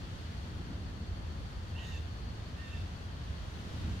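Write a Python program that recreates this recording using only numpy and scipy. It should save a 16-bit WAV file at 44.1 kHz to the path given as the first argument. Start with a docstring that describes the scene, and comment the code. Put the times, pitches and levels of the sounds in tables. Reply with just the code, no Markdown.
"""A bird gives two nasal, mewing calls from the trees at a meadow's edge, the first raspy, the second
clearer. Each is a reedy harmonic tone, roughened by a slower second oscillator and by turbulence,
and the trunks scatter it on its way to the microphone. Light wind rumbles on the microphone itself,
leaves and grass hiss all around, and insects shrill faintly in the distance."""
import sys
import numpy as np
from scipy import signal
from scipy.fft import rfft, irfft
from scipy.io import wavfile

SR = 44100
rng = np.random.default_rng(int(sys.argv[2]) if len(sys.argv) > 2 else 0)


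def waveform_to_disk(signal):
    """Save audio, clipped to [-1, 1], as 16-bit WAV at the path in sys.argv[1]."""
    frames = np.transpose(np.atleast_2d(signal))
    scaled = np.clip(frames, -1, 1) * 32767
    samples = np.round(scaled).astype(np.int16)
    wavfile.write(sys.argv[1], SR, samples)


N = 176400


def mew(call):
    """A reedy tone that rises and sags; a slower second oscillator and turbulence make it rasp."""
    # rasp through both calls (time [s], depth [0-1])
    rasp_depth = [(1.75, .15), (1.79, 0.85), (1.86, 0.74), (1.92, .45), (2.0, 0.37), (2.58, 0.4),
                  (2.63, 0.45), (2.82, 0.43)]
    # harmonics 2 to 4 (gain [dB], left minus right [dB], share of the rasp [0-1])
    low_harmonics = [(2, -17, 0.38), (2, -3, 1), (3, 7, 1)]
    # colour of harmonics 5 to 16 (frequency [Hz], gain [dB])
    treble_colour = [(4500, -8), (5400, -2), (5800, -8), (6300, -3.5), (6700, -2), (7600, -14.5),
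                     (9500, -28), (10500, -25), (11300, -14), (12500, -29), (14500, -25)]
    rasp_hz, rasp_wander, swing_rad, throb = 180, 0.026, 0.49, 0.26  # the second oscillator
    clear_jitter, rasp_jitter, flutter_db = 0.0042, 0.0066, 0.6
    hoarse_db, hoarse_rate_hz = -7.5, 210
    attack_s, release_s = .012, .02
    t = np.arange(N) / SR
    gate = np.clip((t - call[0][0]) / attack_s + .5, 0, 1)
    gate *= np.clip((call[-1][0] - t) / release_s + .5, 0, 1)
    on = gate > 0
    hz, second, third, fourth, treble, rasp = (column[on] for column in curve(call) + curve(rasp_depth))
    shake = 2 * np.pi * np.cumsum(rasp_hz * (1 + rasp_wander * walk(60)[on])) / SR
    jitter = (clear_jitter + rasp_jitter * rasp) * walk(260)[on]
    phase = 2 * np.pi * np.cumsum(hz * (1 + jitter)) / SR
    turbulence = walk(hoarse_rate_hz) + 1j * walk(hoarse_rate_hz)

    def harmonic(k, share, rough):
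        """A partial at k times the pitch, shaken in pitch and level, with its own noisy skirt."""
        depth = share * rasp
        noise = np.roll(turbulence, rng.integers(N))[on]
        skirt = rough * undb(hoarse_db) * np.sqrt(np.abs(depth)) * noise
        turn = k * (phase + swing_rad * depth * np.sin(shake)) + 2 * np.pi * rng.random()
        return np.imag((1 + skirt) * np.exp(1j * turn)) * (1 + throb * depth * np.cos(shake))

    voice = undb(third - 10.5) * harmonic(0.96, 1, rough=2.4)  # weak, slightly flat fundamental
    for k, (db, (gain_db, pan_db, share)) in enumerate(zip((second, third, fourth), low_harmonics)):
        level = undb(db + gain_db + flutter_db * walk(50)[on])
        voice = voice + pan(pan_db) * level * harmonic(k + 2, share, rough=2 ** k / 2)
    colour_hz, colour_db = np.array(treble_colour).T
    upper = sum(undb(np.interp(k * hz, colour_hz, colour_db)) * harmonic(k, 1, rough=3.)
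                for k in range(5, 17))
    out = np.zeros((2, N))
    out[:, on] = voice + pan(3) * undb(treble) * upper
    return out * gate


def bird():
    """Two mews from the edge of the trees, less than a second apart."""
    # the raspy call and the clearer one, with levels ahead of each harmonic's own gain
    # (time [s], pitch [Hz], harmonic 2 [dB], harmonic 3 [dB], harmonic 4 [dB], treble [dB])
    first_call = [(1.745, 890, -65, -63, -78, -82), (1.765, 918, -63, -53, -74, -80),
                  (1.795, 953, -62, -51, -68, -76), (1.82, 956, -55, -56, -65, -71),
                  (1.845, 922, -63, -53, -64, -67), (1.882, 940, -59, -64, -61, -65),
                  (1.915, 930, -60, -56, -62, -66), (1.948, 893, -60, -54, -61, -65),
                  (1.975, 888, -66, -57, -66, -67), (2.0, 880, -74, -70, -66, -71)]
    second_call = [(2.565, 885, -65, -68, -76, -84), (2.59, 900, -58, -61, -75, -82),
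                   (2.622, 934, -53, -64, -70, -78), (2.655, 903, -57, -63, -64, -75),
                   (2.69, 885, -62, -63, -66, -78), (2.71, 890, -60, -63, -69, -77),
                   (2.735, 900, -61, -53, -65, -75), (2.77, 888, -63, -64, -64, -73),
                   (2.83, 892, -73, -64, -69, -74)]
    return mew(first_call) + mew(second_call)


def woodland(x):
    """The direct sound, quick scatter from the nearest trunks, and a thin tail from the trees behind."""
    t = np.arange(SR) / SR
    response = 0
    for t60_s, db in ((.04, -8), (0.56, -5)):  # near trunks, far trees
        echoes = rng.standard_normal((2, SR)) * np.exp(-np.log(1000) * t / t60_s)
        response = response + undb(db) * unit(echoes) / np.sqrt(SR)
    return x + signal.fftconvolve(x, response, axes=1)[:, :N]


def wind():
    """Light wind buffets the microphone: a low, uneven rumble, nearly the same on both sides."""
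    # spectrum of the rumble (frequency [Hz], relative density [dB])
    rumble_colour = [(15, -44), (24, -28), (32, -21), (52, -1.5), (66, -0.5), (85, 2.5), (105, -4),
                     (135, -10.5), (170, -10.5), (230, -15.5), (320, -21.5), (500, -36), (1000, -45),
                     (4000, -90)]
    # rise and fall of the wind (time [s], deep rumble [dB], upper rumble [dB])
    rumble_swell = [(0, 0.5, -1.5), (.35, 0, 3), (.56, 3, 5.5), (.75, -3.5, 2.5), (1.2, 1, 0), (1.5, 3, 1),
                    (1.8, 0.5, 0), (2.3, -2, -2.5), (2.55, -3, 2), (2.75, 2, 1.5), (3.05, -3.5, -2.5),
                    (3.3, 2.5, -3.5), (3.62, -3.5, 1), (3.85, 4, 4), (4, -0.5, 1)]
    level_db, side_db, gust_db, buffet_db = -40, -15.5, 1.6, 1.28
    gain = undb(by_frequency(rumble_colour))
    air = shaped(gain) + undb(side_db) * shaped(gain) * np.array([[1], [-1]])
    gusts = level_db + gust_db * walk(3.5)
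    return sum(band * undb(gusts + db + buffet_db * walk(22))
               for band, db in zip(split(air, hz=160), curve(rumble_swell)))


def leaves():
    """Air in the leaves and grass all around: a wide hiss that swells and brightens with the breeze."""
    # spectrum of the hiss (frequency [Hz], relative density [dB])
    hiss_colour = [(60, 8.5), (150, 6.5), (300, 0), (500, 2), (800, -0.5), (1300, -1.5), (1800, -2.5),
                   (2300, -8), (3200, -5), (3900, -8), (5200, -13), (6500, -16), (7800, -23), (9000, -24),
                   (10500, -29), (13000, -31), (15500, -35)]
    # its lean to the left (frequency [Hz], left minus right [dB])
    balance = [(250, 1), (600, 2.5), (1200, 1), (2500, 1), (4500, 1.5), (7000, 5.5), (9500, 6), (14000, 5)]
    # likeness of the two channels (frequency [Hz], shared power [0-1])
    channel_likeness = [(150, .5), (500, 0.41), (1200, 0.18), (2500, 0.11), (5000, 0.01), (15000, 0)]
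    # swell of the rustle (time [s], low band [dB], middle band [dB], treble [dB])
    rustle = [(0, 0, 0.5, 1), (.3, 0.5, 1, 1), (.8, -.5, -0.5, -.7), (1.08, 0, -1.5, -1),
              (1.22, 1, -1, -0.5), (1.6, 0, -1, 0), (1.88, 1, 0, 0), (2.3, 0, -0.5, -1), (2.75, .5, 1, 1),
              (3.1, 0.5, 0, -.5), (3.5, 1, 1, 1.5), (3.82, 2.5, 3.5, 4), (4, 1, 2, 2.5)]
    level_db, flicker_db = -50, 0.31
    lag_s = .00036  # the shared hiss reaches the right microphone port later
    likeness = np.clip(by_frequency(channel_likeness), 0, 1)
    sides = np.array([[1], [-1]])
    delay = np.exp(1j * np.pi * sides * np.fft.rfftfreq(N, 1 / SR) * lag_s)
    shared = rfft(rng.standard_normal(N)) * delay * np.sqrt(likeness)
    separate = rfft(rng.standard_normal((2, N))) * np.sqrt(1 - likeness)
    gain = undb(by_frequency(hiss_colour) + sides * by_frequency(balance) / 2)
    hiss = unit(irfft((shared + separate) * gain, N))
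    low, rest = split(hiss, hz=1600)
    bands = (low, *split(rest, hz=5500))
    return sum(band * undb(level_db + db + flicker_db * walk(18))
               for band, db in zip(bands, curve(rustle)))


def insects():
    """A distant chorus off to the left: one narrow, throbbing band of noise."""
    # swell of the chorus (time [s], level [dB])
    swell = [(0, -0.5), (.8, 0), (1.3, 0.5), (1.9, 0.5), (2.2, 2.5), (2.5, -1), (3.2, 0.5), (4, -3.5)]
    centre_hz, width_hz, level_db, throb_db = 4430, 200, -67, 2
    band = np.exp(-.5 * ((np.fft.rfftfreq(N, 1 / SR) - centre_hz) / width_hz) ** 2)
    chorus = pan(8) * np.array([shaped(band), shaped(band)])
    return chorus * undb(level_db + curve(swell)[0] + throb_db * walk(30))


def undb(db):
    """Decibels to gain."""
    return 10 ** (np.asarray(db) / 20)


def unit(x):
    """Scale to rms 1."""
    return x / np.sqrt(np.mean(x ** 2))


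def curve(table):
    """Each value column of a time table, at every sample."""
    times, *columns = np.array(table, float).T
    return [np.interp(np.arange(N) / SR, times, column) for column in columns]


def by_frequency(table):
    """A (frequency [Hz], value) table at every spectral bin."""
    hz, value = np.array(table, float).T
    return np.interp(np.log(np.fft.rfftfreq(N, 1 / SR) + 1), np.log(hz), value)


def shaped(gain):
    """Noise with the given gain per bin, scaled to rms 1."""
    return unit(irfft(rfft(rng.standard_normal(N)) * gain, N))


def walk(rate):
    """A smooth random wander of rms 1 that changes about rate times a second."""
    return shaped(np.exp(-np.minimum((np.fft.rfftfreq(N, 1 / SR) / rate) ** 2, 100)))


def pan(db):
    """Channel gains for a left minus right level difference."""
    gains = undb(np.array([[db], [-db]]) / 2)
    return gains / np.mean(gains)


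def split(x, hz):
    """The parts below and above a frequency."""
    low = signal.sosfiltfilt(signal.butter(2, hz, fs=SR, output="sos"), x)
    return low, x - low


def scene():
    """The bird among the trees, heard from the meadow over wind, foliage and insects."""
    return woodland(bird()) + wind() + leaves() + insects()


def record(dry):
    """The recorder cuts the highest treble steeply."""
    top_hz = 15700
    return signal.sosfilt(signal.ellip(10, .2, 70, top_hz, fs=SR, output="sos"), dry)


dry = scene()
out = record(dry)
waveform_to_disk(out)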